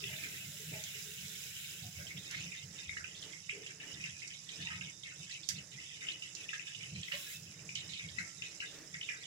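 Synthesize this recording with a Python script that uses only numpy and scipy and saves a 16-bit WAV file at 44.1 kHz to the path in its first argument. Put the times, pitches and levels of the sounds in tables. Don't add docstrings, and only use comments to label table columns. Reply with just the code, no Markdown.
import sys
import numpy as np
from scipy import signal
from scipy.fft import rfft, irfft, next_fast_len
from scipy.io import wavfile
from scipy.ndimage import uniform_filter1d

SR = 44100
rng = np.random.default_rng(int(sys.argv[2]) if len(sys.argv) > 2 else 0)


def bounce(signal):
    frames = np.transpose(np.atleast_2d(signal))
    limited = np.clip(frames, -1, 1)
    pcm = np.round(limited * 32767).astype(np.int16)
    wavfile.write(sys.argv[1], SR, pcm)


N = 408366
TIME = np.arange(N) / SR


def undb(db):
    return 10 ** (np.asarray(db) / 20)


def unit(x):
    return x / np.sqrt(np.mean(x ** 2))


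def add(out, start_s, sound):
    i = max(int(start_s * SR), 0)
    n = max(min(sound.shape[-1], N - i), 0)
    out[:, i:i + n] += sound[..., :n]


def colour(x, rows):
    n = x.shape[-1]
    size = next_fast_len(n + 2048, True)
    hz, *sides = np.transpose(rows)
    log_f = np.log(np.arange(size // 2 + 1) * SR / size + 1)
    gain = undb(np.float32([np.interp(log_f, np.log(hz), db) for db in sides]))
    return irfft(rfft(np.float32(x), size) * gain, size)[:, :n]


def noise(rows, apart):
    shared = rng.standard_normal(N)
    return unit(colour(shared + apart * rng.standard_normal((2, N)), rows))


def walk(knots_per_s):
    knots = rng.standard_normal(400)
    return np.interp(TIME * knots_per_s, np.arange(len(knots)), knots)


def swell(start_s, length_s, db, rise_s, fall_s):
    age = np.float32(TIME - start_s)
    fall = np.exp(-np.clip((age - length_s) / fall_s, 0, 20))
    return float(undb(db)) * np.clip(age / rise_s, 0, 1) * fall


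# start in seconds, relative level in dB, pitch in Hz,
# left minus right of the direct sound in dB.
LARGE_BUBBLES = [(0.039, -40, 2690, 34), (0.131, -47.5, 2300, -30), (0.237, -42, 2380, -20),
                 (0.569, -53.5, 2810, -8), (0.738, -48.5, 2300, 14), (0.946, -51, 2530, -6),
                 (1.174, -53, 3030, 1), (1.313, -57, 3400, 20), (1.566, -46.5, 3100, 11),
                 (1.645, -48, 2810, 13), (2.108, -50, 2180, -38), (2.346, -42, 2160, -20),
                 (2.519, -45.5, 2450, -34), (2.79, -50, 2550, -22), (2.893, -42.5, 2190, 31),
                 (2.968, -40.5, 1820, -12), (3.043, -42, 2585, -27), (3.225, -46.5, 3300, 13),
                 (3.333, -50.5, 2210, -21), (3.445, -61, 2930, -12), (3.494, -36, 2307, -19),
                 (3.663, -46.5, 2700, -3), (4.04, -39.5, 2600, -12), (4.219, -48.5, 2180, -25),
                 (4.49, -46, 3220, 0), (4.671, -39, 2650, -12), (4.705, -60, 1520, -4),
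                 (4.733, -51, 2000, -20), (4.811, -42.5, 2670, -20), (5.034, -52, 3250, -16),
                 (5.31, -50, 2730, 19), (5.433, -53.5, 3480, -3), (5.801, -51.5, 2640, -17),
                 (6.021, -63, 1850, -2), (6.068, -44.5, 2920, 10), (6.086, -36, 2960, 13),
                 (6.222, -43, 2790, -2), (6.49, -41, 2650, 16), (6.532, -41, 1790, -14),
                 (6.595, -44, 2620, 43), (6.669, -45.5, 2650, -2), (6.748, -46.5, 2880, -10),
                 (6.81, -47.5, 2360, -26), (6.836, -50.5, 3020, -10), (6.959, -47, 2500, -3),
                 (7.032, -43, 3200, 2), (7.083, -47, 2100, 20), (7.121, -37.5, 2810, -18),
                 (7.129, -54, 1970, -11), (7.591, -58, 2760, -13), (7.691, -45.5, 2410, 20),
                 (7.756, -40, 3030, -7), (7.935, -45, 3200, -5), (7.994, -45, 2330, -1),
                 (8.088, -50.5, 3280, -19), (8.185, -37.5, 2046, 10), (8.203, -46, 2200, -6),
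                 (8.421, -41, 2720, 11), (8.603, -42, 2760, 4), (8.647, -68, 2570, -6),
                 (8.762, -63, 3500, 8), (8.942, -44.5, 2200, 1), (9.012, -41.5, 2990, 4),
                 (9.029, -45, 3050, 10), (9.089, -36, 2370, -43)]


def pops(gain_db=4, snap_db=-7, snap_cycles=3.0, echo_db=-6, echo_s=0.0037,
         spray_db=-11, spray_s=0.018, spray_octaves=0.3, room_db=-5.5):
    cycles, t60_s = 3.8, .36
    out = np.zeros((2, N))
    sprays = rng.uniform(-1.1, 1, (len(LARGE_BUBBLES), 4, 3))
    for (start_s, db, hz, pan_db), spray in zip(LARGE_BUBBLES, sprays):
        size = undb(db + gain_db)
        cavity = bubble(hz, pan_db, cycles)
        snap = undb(snap_db) * bubble(hz, pan_db / 2, snap_cycles)
        add(out, start_s, size * (cavity + snap))
        add(out, start_s + echo_s, size * undb(echo_db) * bubble(hz, pan_db / 2, cycles))
        for late, pitch, side in spray:
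            small = bubble(hz * 2 ** (spray_octaves * pitch), 8 * side - 2, cycles)
            add(out, start_s + spray_s * (0.93 + late), size * undb(spray_db) * small)
    return vessel(kitchen(out, room_db, t60_s, cross_db=-6.5))


LEFT_LAG_S = 0.00022


def bubble(hz, pan_db, cycles):
    t = np.maximum(np.arange(SR // 60) / SR - np.array([[LEFT_LAG_S], [0]]), 0)
    age = t * hz / cycles
    envelope = (age * np.exp(1 - age)) ** 2
    return envelope * np.sin(2 * np.pi * hz * t) * unit(undb([[pan_db / 2], [-pan_db / 2]]))


# frequency in Hz, relative level in dB.
VESSEL_MODES = [(1265, 15), (1641, 11.5), (1798, -24), (1912, 0.5), (2139, -2.5), (2579, -44), (2932, 3),
                (3527, -14), (3790, -4)]
# frequency in Hz, left gain in dB, right gain in dB.
MOUTH_COLOUR = [(603, 6, -6), (1100, -9, 1), (1270, 13, 13), (1936, -7.5, -6.5), (1920, 8.5, 7),
                (2230, 1.5, -1), (2420, 6.5, 1.5), (3460, -3.5, 5.5), (3660, 11.5, 11.5), (4000, -8, 9.5),
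                (4480, -4, 26), (5200, -18, 32), (9200, -22, -2)]


def vessel(x, ring_db=-5, t60_s=0.052):
    t = np.arange(SR // 8) / SR
    hz, db = np.transpose(VESSEL_MODES)[:, :, None]
    fade = undb(-60 * t / t60_s)
    modes = np.sum(undb(db) * np.cos(2 * np.pi * hz * t), axis=0)
    response = 2 * modes * fade / fade.sum()
    ringing = signal.oaconvolve(x, response[None], axes=1)[:, :N]
    return colour(x + undb(ring_db) * ringing, MOUTH_COLOUR)


PHONE_DRIFT_TURNS_PER_S = 0.1592


def kitchen(x, wet_db, t60_s, cross_db=-12):
    t = np.arange(SR // 3) / SR
    scatter = rng.standard_normal((2, 2, len(t))) * undb(-60 * t / t60_s) * (t > .003)
    scatter /= np.sqrt(np.sum(scatter ** 2, axis=2, keepdims=True))
    sent = np.float32(x + undb(cross_db) * np.roll(x[::-1], SR // 400, axis=1))
    here, there = (signal.oaconvolve(sent, np.float32(place), axes=1)[:, :N] for place in scatter)
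    drift = np.float32(2 * np.pi * PHONE_DRIFT_TURNS_PER_S * TIME)
    return x + undb(wet_db) * (np.cos(drift) * here + np.sin(drift) * there)


# start in seconds, length in seconds,
# relative level in dB, first pitch in Hz, last pitch in Hz.
GURGLE_RUNS = [(0, 0.27, -46.5, 2676, 2530), (0.312, 0.14, -50.5, 2620, 2780),
               (0.681, 0.32, -49.5, 2660, 2690), (1.17, 0.2, -52.5, 3000, 3260),
               (1.4, 0.47, -52, 2770, 3040), (1.962, 0.049, -50, 2670, 1730),
               (2.062, 0.057, -47.5, 3060, 2290), (2.161, 0.026, -45.5, 3130, 3070),
               (2.241, 0.038, -50, 3030, 2720), (2.383, 0.09, -48, 3000, 2760),
               (2.521, 0.11, -50, 2500, 2950), (2.763, 0.035, -52, 2520, 2610),
               (3.14, 0.04, -52.5, 2760, 3740), (3.688, 0.024, -49.5, 2660, 2430),
               (3.797, 0.038, -45.5, 2680, 2460), (3.879, 0.085, -51.5, 3280, 2650),
               (3.994, .1, -47, 2380, 2520), (4.22, 0.035, -48, 2400, 2510), (4.3, 0.036, -48, 2830, 2480),
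               (4.514, 0.08, -52, 3000, 2800), (4.601, 0.062, -44, 2760, 2430),
               (4.697, 0.079, -47.5, 2010, 2460), (4.817, 0.086, -48.5, 2750, 3000),
               (5.03, 0.04, -47, 2760, 2080), (5.071, 0.05, -53, 2560, 1980),
               (5.29, 0.074, -46, 2780, 2780), (5.488, 0.022, -42.5, 2650, 2220),
               (5.55, 0.042, -47, 2770, 2500), (5.713, 0.079, -52, 2520, 2570),
               (5.784, 0.193, -52, 2800, 2780), (6.004, 0.05, -44.5, 1930, 2510),
               (6.364, 0.084, -48.5, 3400, 2730), (6.659, 0.087, -51, 2460, 3140),
               (6.804, 0.057, -51, 2240, 2830), (7.225, 0.14, -52.5, 2580, 2760),
               (7.766, 0.049, -45.5, 3060, 2660), (7.889, 0.092, -46, 3140, 2800),
               (7.974, 0.084, -50, 2690, 2170), (8.072, 0.055, -65, 3170, 2400),
               (8.434, 0.031, -51, 2770, 2600), (8.6, 0.045, -42, 2500, 2440),
               (8.645, 0.051, -48.5, 3480, 3230), (9.108, 0.041, -46.5, 2430, 2420),
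               (9.214, .06, -49, 2800, 2770)]
GURGLE_RISE_S, GURGLE_FALL_S = 0.006, 0.015
# start in seconds, length in seconds.
SIMMER_LULLS = [(1.843, 0.064), (2.64, 0.098), (4.932, 0.12), (5.616, 0.099), (3.72, 0.071), (7.397, 0.025),
                (7.616, 0.14), (8.303, 0.048), (8.75, 0.15)]
LULL_DB, LULL_EDGE_S = -10.5, 0.019
SIMMER_DB, SIMMER_WANDER_DB, SIMMER_WANDERS_PER_S, SIMMER_HZ = -55.5, 3.5, 17, 2768
SWARM_DB, SWARM_RISE_S, SWARM_FALL_S = -2, 0.0027, 0.034


def bubbling():
    lull = sum(swell(start_s, length_s, 0, LULL_EDGE_S, LULL_EDGE_S) for start_s, length_s in SIMMER_LULLS)
    wander_db = SIMMER_WANDER_DB * walk(SIMMER_WANDERS_PER_S)
    power = undb(SIMMER_DB + LULL_DB * lull + wander_db) ** 2
    weighted_hz = power * SIMMER_HZ
    for start_s, length_s, db, first_hz, last_hz in GURGLE_RUNS:
        gurgle = swell(start_s, length_s, db, GURGLE_RISE_S, GURGLE_FALL_S) ** 2
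        power += gurgle
        weighted_hz += gurgle * np.interp(TIME, [start_s, start_s + length_s], [first_hz, last_hz])
    for start_s, db, hz, _ in LARGE_BUBBLES:
        swarm = swell(start_s, SWARM_RISE_S, db + SWARM_DB, SWARM_RISE_S, SWARM_FALL_S) ** 2
        power += swarm
        weighted_hz += swarm * hz
    return np.sqrt(power), weighted_hz / power


BUBBLE_LOW_HZ, BUBBLE_HIGH_HZ = 1542, 4077


def seethe(strength, centre_hz, count=3000, octaves=0.306, cycles=5, spread_db=6, high_db=-2,
           gain_db=-2, room_db=2, t60_s=0.14):
    out = np.zeros((2, N))
    starts_s = rng.uniform(0, (N - 1) / SR, count)
    chances = np.clip(rng.standard_normal((count, 3)), -2.2, 2.2)
    for start_s, (size, pitch, side) in zip(starts_s, chances):
        hz = centre_hz[int(start_s * SR)] * 2 ** (octaves * pitch)
        hz = np.clip(hz, BUBBLE_LOW_HZ, BUBBLE_HIGH_HZ) ** 2 / hz
        db = spread_db * size - .6 * pitch ** 2 + high_db * max(pitch, 0)
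        add(out, start_s, undb(db) * bubble(hz, 5 * side - 3, cycles))
    out = vessel(kitchen(out, room_db, t60_s, cross_db=0.5))
    crowding = np.sqrt(uniform_filter1d(np.mean(out ** 2, axis=0), size=SR // 28) + 1e-6)
    return out / crowding * strength * undb(gain_db)


# start in seconds, length in seconds, relative level in dB,
# lowest pitch in Hz, highest pitch in Hz.
DROPLET_SPRAYS = [(0.127, 0.13, -65, 2600, 4100), (.835, 0.049, -48, 2700, 4200),
                  (2.302, 0.048, -44.5, 1570, 2450), (2.304, .11, -46.5, 3050, 4260),
                  (2.544, 0.045, -50, 2110, 3930), (3.157, .04, -52, 3300, 4600),
                  (4.611, 0.015, -44, 2400, 5100), (4.7, 0.065, -45.5, 1610, 3870),
                  (6.53, 0.023, -41, 2230, 3700), (7.113, 0.045, -40, 1740, 4600),
                  (7.169, 0.1, -50.5, 2300, 4070), (7.263, 0.019, -55, 1910, 4020)]
DROPS_PER_S = 1200


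def splashes(gain_db=-8.5, cycles=1.6, spread_db=4, pan_db=-3, room_db=-1, t60_s=0.14):
    out = np.zeros((2, N))
    chances = rng.uniform(0, 1, (len(DROPLET_SPRAYS), 250, 4))
    for (start_s, length_s, db, low_hz, high_hz), drops in zip(DROPLET_SPRAYS, chances):
        for k, (late, pitch, size, side) in enumerate(drops[:int(length_s * DROPS_PER_S)]):
            hz = low_hz * (high_hz / low_hz) ** pitch
            drop = bubble(hz, pan_db + 20 * (side - .5), cycles)
            drop_db = db + gain_db + 2 * spread_db * (2 * size - 0.5)
            add(out, start_s + (k + late) / DROPS_PER_S, undb(drop_db) * drop)
    return kitchen(out, room_db, t60_s)


# start in seconds, relative level in dB, pitch in Hz,
# glide in octaves per second, t60 in seconds.
RINGING_BUBBLES = [(.94, -46, 2720, 1.2, 0.23), (2.391, -40, 2580, 2, 0.17), (2.546, -50, 2040, .3, 0.49),
                   (2.905, -43.5, 2220, -.5, 0.39), (3.221, -44, 3130, 0, 0.1), (3.225, -56, 2030, 0, 0.25),
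                   (4.925, -56, 3620, .2, 0.44), (5.055, -48.5, 2126, -.2, 0.35),
                   (5.055, -49, 2830, -1, 0.11), (5.214, -48, 3030, 0, 0.18), (5.44, -56, 3670, .3, .25),
                   (7.045, -54, 3190, -.3, .25), (7.204, -53, 3850, 0, 1), (7.26, -47.5, 1670, .5, 0.2),
                   (7.338, -43, 2550, 1, .2), (8.25, -60, 1330, .4, 0.61), (8.446, -42, 2560, -.3, 0.22),
                   (8.945, -38.5, 1914, .3, 0.12), (9.16, -53, 3740, -.1, 0.28)]


def trickle(strength, count=420, low_hz=1850, high_hz=3900, gain_db=-52, spread_db=4,
            follow=1.0, glide=1.47, t60_s=0.1, clear_db=0):
    out, flow = np.zeros((2, N)), unit(strength) ** follow
    for start_s, db, hz, octaves_per_s, ring_t60_s in RINGING_BUBBLES:
        add(out, start_s, undb(db + clear_db) * ring(hz, octaves_per_s, ring_t60_s, -2.9, 1.0))
    for k, (late, pitch, size, bend, side, lead) in enumerate(rng.uniform(-1.2, 1, (count, 6))):
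        start_s = (k + .5 + late / 2) / count * (N - 1) / SR
        hz = np.sqrt(low_hz * high_hz) * (high_hz / low_hz) ** (pitch / 2)
        level = flow[int(start_s * SR)] * undb(gain_db + spread_db * size)
        add(out, start_s, level * ring(hz, glide * (bend + .5), t60_s, 10 * side, np.pi * lead))
    return out


RING_RISE_S, RING_WIDTH_HZ = 0.0099, 41


def ring(hz, octaves_per_s, t60_s, pan_db, lead_rad):
    t = np.arange(SR // 4) / SR
    jostle = uniform_filter1d(rng.standard_normal(len(t)), size=128)
    wobble = np.sqrt(2 * np.pi * RING_WIDTH_HZ / SR) * jostle
    phase = np.cumsum(2 * np.pi * hz * 2 ** (octaves_per_s * t) / SR + wobble)
    fade = (1 - np.exp(-t / RING_RISE_S)) * undb(-60 * t / t60_s) * (1 - (t / t[-1]) ** 2)
    pan = unit(undb([[pan_db / 2], [-pan_db / 2]]))
    return fade * np.sin(phase + np.array([[0], [lead_rad]])) * pan


# frequency in Hz, left in dB, right in dB, relative.
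FOAM_COLOUR = [(1500, -18.5, -19), (3320, -23, -17.5), (3800, -10.5, -4.5), (3950, -28, -11),
               (4840, -19, -9), (4875, -19, 1), (6500, -16, -0.5), (7680, -24, -2.5), (8240, -22, -12.5),
               (9330, -19, -31), (9400, -14, -37), (10000, -12, -43), (11570, -26.5, -33),
               (12500, -28, -27), (15300, -45, -36)]
FIZZ_DB = -52.5
FIZZ_FOLLOW = 0.13


def fizz(strength, count=17000, low_hz=4300, high_hz=12200, flicker_db=1.5):
    ring_s, spread_db, wash_db = .0009, 3.0, 4
    lag = np.arange(256)
    t = np.float32(lag / SR)
    hz = np.float32(rng.uniform(low_hz, high_hz, (count, 1)))
    size = undb(spread_db * np.minimum(rng.exponential(size=(count, 1)), 5))
    place = (rng.integers(0, N, (count, 1)) + lag).ravel()
    fade = size * (t / ring_s) ** .5 * np.exp(-t / ring_s)
    foam = []
    for turn in np.float32(rng.random((2, count, 1))):
        pings = fade * np.sin(2 * np.pi * (hz * t + turn))
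        foam.append(np.bincount(place, pings.ravel(), N)[:N])
    wash = rng.standard_normal((2, N)) * undb(wash_db)
    foam = unit(colour(unit(np.array(foam)) + wash, FOAM_COLOUR))
    return foam * undb(FIZZ_DB + flicker_db * walk(25)) * unit(strength ** FIZZ_FOLLOW)


# start in seconds, relative level in dB, relative level of the top treble in dB.
FOAM_TICKS = [(0.838, -31.5, -24), (2.3104, -33.5, -9), (3.218, -42, -9), (3.664, -41.5, -26),
              (4.277, -35, -40), (5.3107, -39, -46), (5.4884, -19, -12), (6.35, -30, -42),
              (7.752, -30.5, -33)]
# frequency in Hz, left in dB, right in dB, relative.
CRACK_COLOUR = [(1140, -26, -10), (2380, -4, 6.5), (4150, 5, 11.5), (5500, 11, 19), (7430, -4, 17),
                (9150, -34, -3), (9600, -17, -26), (15500, -26, -22)]
TREBLE_COLOUR = [(6000, -21, -31), (10100, 11, 4), (11800, 0, -3), (15500, -3, -1), (17000, -20, -20)]


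def ticks(gain_db=-7, spark_db=-2, room_db=-3, t60_s=0.19):
    rise_s = .0015
    out, t = np.zeros((2, N)), np.arange(SR // 50) / SR
    envelope = t / rise_s * np.exp(1 - t / rise_s)
    grains = rng.standard_normal((len(FOAM_TICKS), 2, 2, len(t)))
    for (start_s, db, top_db), grain in zip(FOAM_TICKS, grains):
        spark = undb(top_db + spark_db) * unit(colour(grain[1], TREBLE_COLOUR))
        crack = unit(colour(grain[0], CRACK_COLOUR)) + spark
        add(out, start_s, undb(db + gain_db) * crack * envelope)
    return kitchen(out, room_db, t60_s)


# start in seconds, relative level in dB, centre in Hz,
# rise in seconds, t60 in seconds.
DULL_KNOCKS = [(.01, -57, 407, 0.0044, 0.46), (.1, -63, 640, 0.005, 0.78), (0.716, -53, 628, 0.004, 0.44),
               (.72, -59, 860, .006, 0.45), (.08, -64.5, 895, 0.011, 0.52), (.15, -61, 605, .008, 0.2),
               (0.226, -53, 282, .01, 0.2), (0.249, -62, 433, .01, 0.29), (0.324, -61, 430, .01, 0.19),
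               (.405, -68, 680, .008, .25), (.515, -61, 596, 0.0087, 0.21), (.59, -60, 426, .01, 0.4),
               (0.709, -61, 288, 0.0087, 0.27), (0.716, -54, 432, .008, 0.29),
               (0.925, -60.5, 424, 0.018, 0.46), (1.049, -61.5, 424, .015, 0.61),
               (1.26, -61, 424, 0.037, 0.47), (1.451, -63, 457, .015, 0.17), (1.83, -62, 720, 0.0071, 0.4),
               (1.949, -48, 95, 0.024, 0.52), (1.985, -56, 580, 0.006, 0.25), (2.04, -57, 633, .006, 0.18),
               (2.849, -54, 87, 0.025, 0.85), (3.518, -36.5, 418, 0.15, 0.38),
               (4.648, -63.5, 917, .006, 0.78), (7.12, -46, 590, 0.028, 0.22),
               (7.119, -56, 1090, 0.021, 0.32), (8.101, -50, 86, 0.016, 0.28)]


def knocks(gain_db=2, width_hz=40):
    out, t = np.zeros((2, N)), np.arange(SR // 2) / SR
    chances = rng.standard_normal((len(DULL_KNOCKS), 3, len(t)))
    for (start_s, db, hz, rise_s, t60_s), chance in zip(DULL_KNOCKS, chances):
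        push = chance[0] + hz / 450 * chance[1:]
        damping = np.exp(-np.pi * min(width_hz, hz / 6) * 2 * t)
        resonance = t * damping * np.sin(2 * np.pi * hz * t)
        body = unit(irfft(rfft(push) * rfft(resonance), len(t)))
        add(out, start_s, body * undb(db + gain_db - 60 * t / t60_s) * (1 - np.exp(-t / rise_s)))
    return out


# frequency in Hz, relative level in dB.
LOW_COLOUR = [(25, -29), (55, -43), (85, -5.5), (120, -3), (155, 1), (185, -1), (240, -23), (400, -33),
              (700, -33.5), (1500, -99)]
# start in seconds, length in seconds, level in dB.
RUMBLE_SURGES = [(0.026, 0.12, -53), (0.44, 0.051, -50.5), (0.642, 0.13, -49.5), (1.186, 0.072, -53),
                 (1.797, 0.09, -50), (1.957, 0.073, -54), (2.128, 0.064, -50), (2.34, 0.15, -52),
                 (2.607, 0.099, -54), (3.91, 0.23, -57), (4.576, 0.066, -48.5), (4.673, 0.2, -53),
                 (5.165, 0.079, -54.5), (5.496, 0.11, -51.5), (5.721, 0.046, -55.5), (6.75, 0.22, -58),
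                 (6.893, 0.11, -46.5), (7.123, 0.044, -57.5), (7.34, 0.17, -56), (7.545, 0.4, -57.5),
                 (8.012, 0.065, -51), (8.135, 0.1, -53.5), (8.35, 0.092, -60), (8.898, 0.084, -56)]
SURGE_RISE_S, SURGE_FALL_S = 0.031, 0.019
RUMBLE_START_DB, RUMBLE_REST_DB, RUMBLE_SETTLE_S = -57.5, -67, 3.7


def rumble(steady=0.8, pan_db=-1.5, lag_s=0.00024):
    low = unit(colour(rng.standard_normal(N), LOW_COLOUR)[0])
    flutter = np.sqrt(uniform_filter1d(low ** 2, size=SR // 16) + 1e-6)
    settling_db = (RUMBLE_START_DB - RUMBLE_REST_DB) * np.exp(-TIME / RUMBLE_SETTLE_S)
    rest = undb(RUMBLE_REST_DB + settling_db)
    surge_power = sum(swell(*row, SURGE_RISE_S, SURGE_FALL_S) ** 2 for row in RUMBLE_SURGES)
    low = unit(low / flutter ** steady) * np.sqrt(rest ** 2 + surge_power)
    return np.array([np.roll(low, int(lag_s * SR)), low]) * undb([[pan_db / 2], [-pan_db / 2]])


# start in seconds, length in seconds, relative level in dB.
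HISS_SWELLS = [(-.08, 1.76, -50.5), (7.022, 0.3, -51)]
# frequency in Hz, left in dB, right in dB, relative.
BRIGHT_COLOUR = [(250, -34, -27), (330, -37, -31), (467, -1, -5), (520, -41, -30), (800, -31, -38),
                 (1130, -40, -42), (1310, -3, -6), (1520, -3.5, 6.5), (1940, 5, -1.5), (2490, 2.5, 5.5),
                 (4100, 6, 9), (3980, 1, -3), (4900, -1, 2), (5450, -2, -2.5), (7400, -5, 12),
                 (8980, -5.5, -3), (9930, 8, -5.5), (11800, 0.5, -2), (14500, 2, 1.5)]
HISS_RISE_S, HISS_FALL_S_PER_S = 0.18, 0.26


def hiss(gain_db=2.5):
    wander_db = 1.0
    strength = sum(swell(start_s, length_s, db, HISS_RISE_S, HISS_FALL_S_PER_S * length_s)
                   for start_s, length_s, db in HISS_SWELLS)
    return noise(BRIGHT_COLOUR, 4.0) * strength * undb(gain_db + wander_db * walk(15))


# frequency in Hz, left in dB, right in dB, relative.
ROOM_COLOUR = [(25, -8, -28), (80, -1, -5), (161, -12, -14), (234, -8.5, 1), (327, 10.5, 5.5),
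               (364, -8, 0.5), (444, 7.5, 2), (522, -7, -4), (535, -2, 1), (895, -13, -8), (888, -8, 14),
               (914, -14, -13.5), (1880, -1.5, -1.5), (3600, -11, -18), (13300, -20.5, -31)]
# time in seconds, level in dB.
ROOM_LEVEL = [(.1, -65), (.8, -69.5), (1.05, -73), (1.65, -71.5), (2.1, -64), (3.4, -65), (4.2, -67),
              (7, -65.5), (9.2, -65)]


def kitchen_air():
    level_db = np.interp(TIME, *np.transpose(ROOM_LEVEL))
    return noise(ROOM_COLOUR, 0.65) * undb(level_db + 4.4 * walk(9.8))


def scene():
    strength, centre_hz = bubbling()
    milk = pops() + seethe(strength, centre_hz) + splashes() + trickle(strength)
    foam = fizz(strength) + ticks()
    return milk + foam + knocks() + rumble() + hiss() + kitchen_air()


TOP_HZ = 15800


def record(dry):
    return signal.sosfilt(signal.ellip(10, .2, 70, TOP_HZ, fs=SR, output="sos"), dry)


dry = scene()
out = record(dry)
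bounce(out)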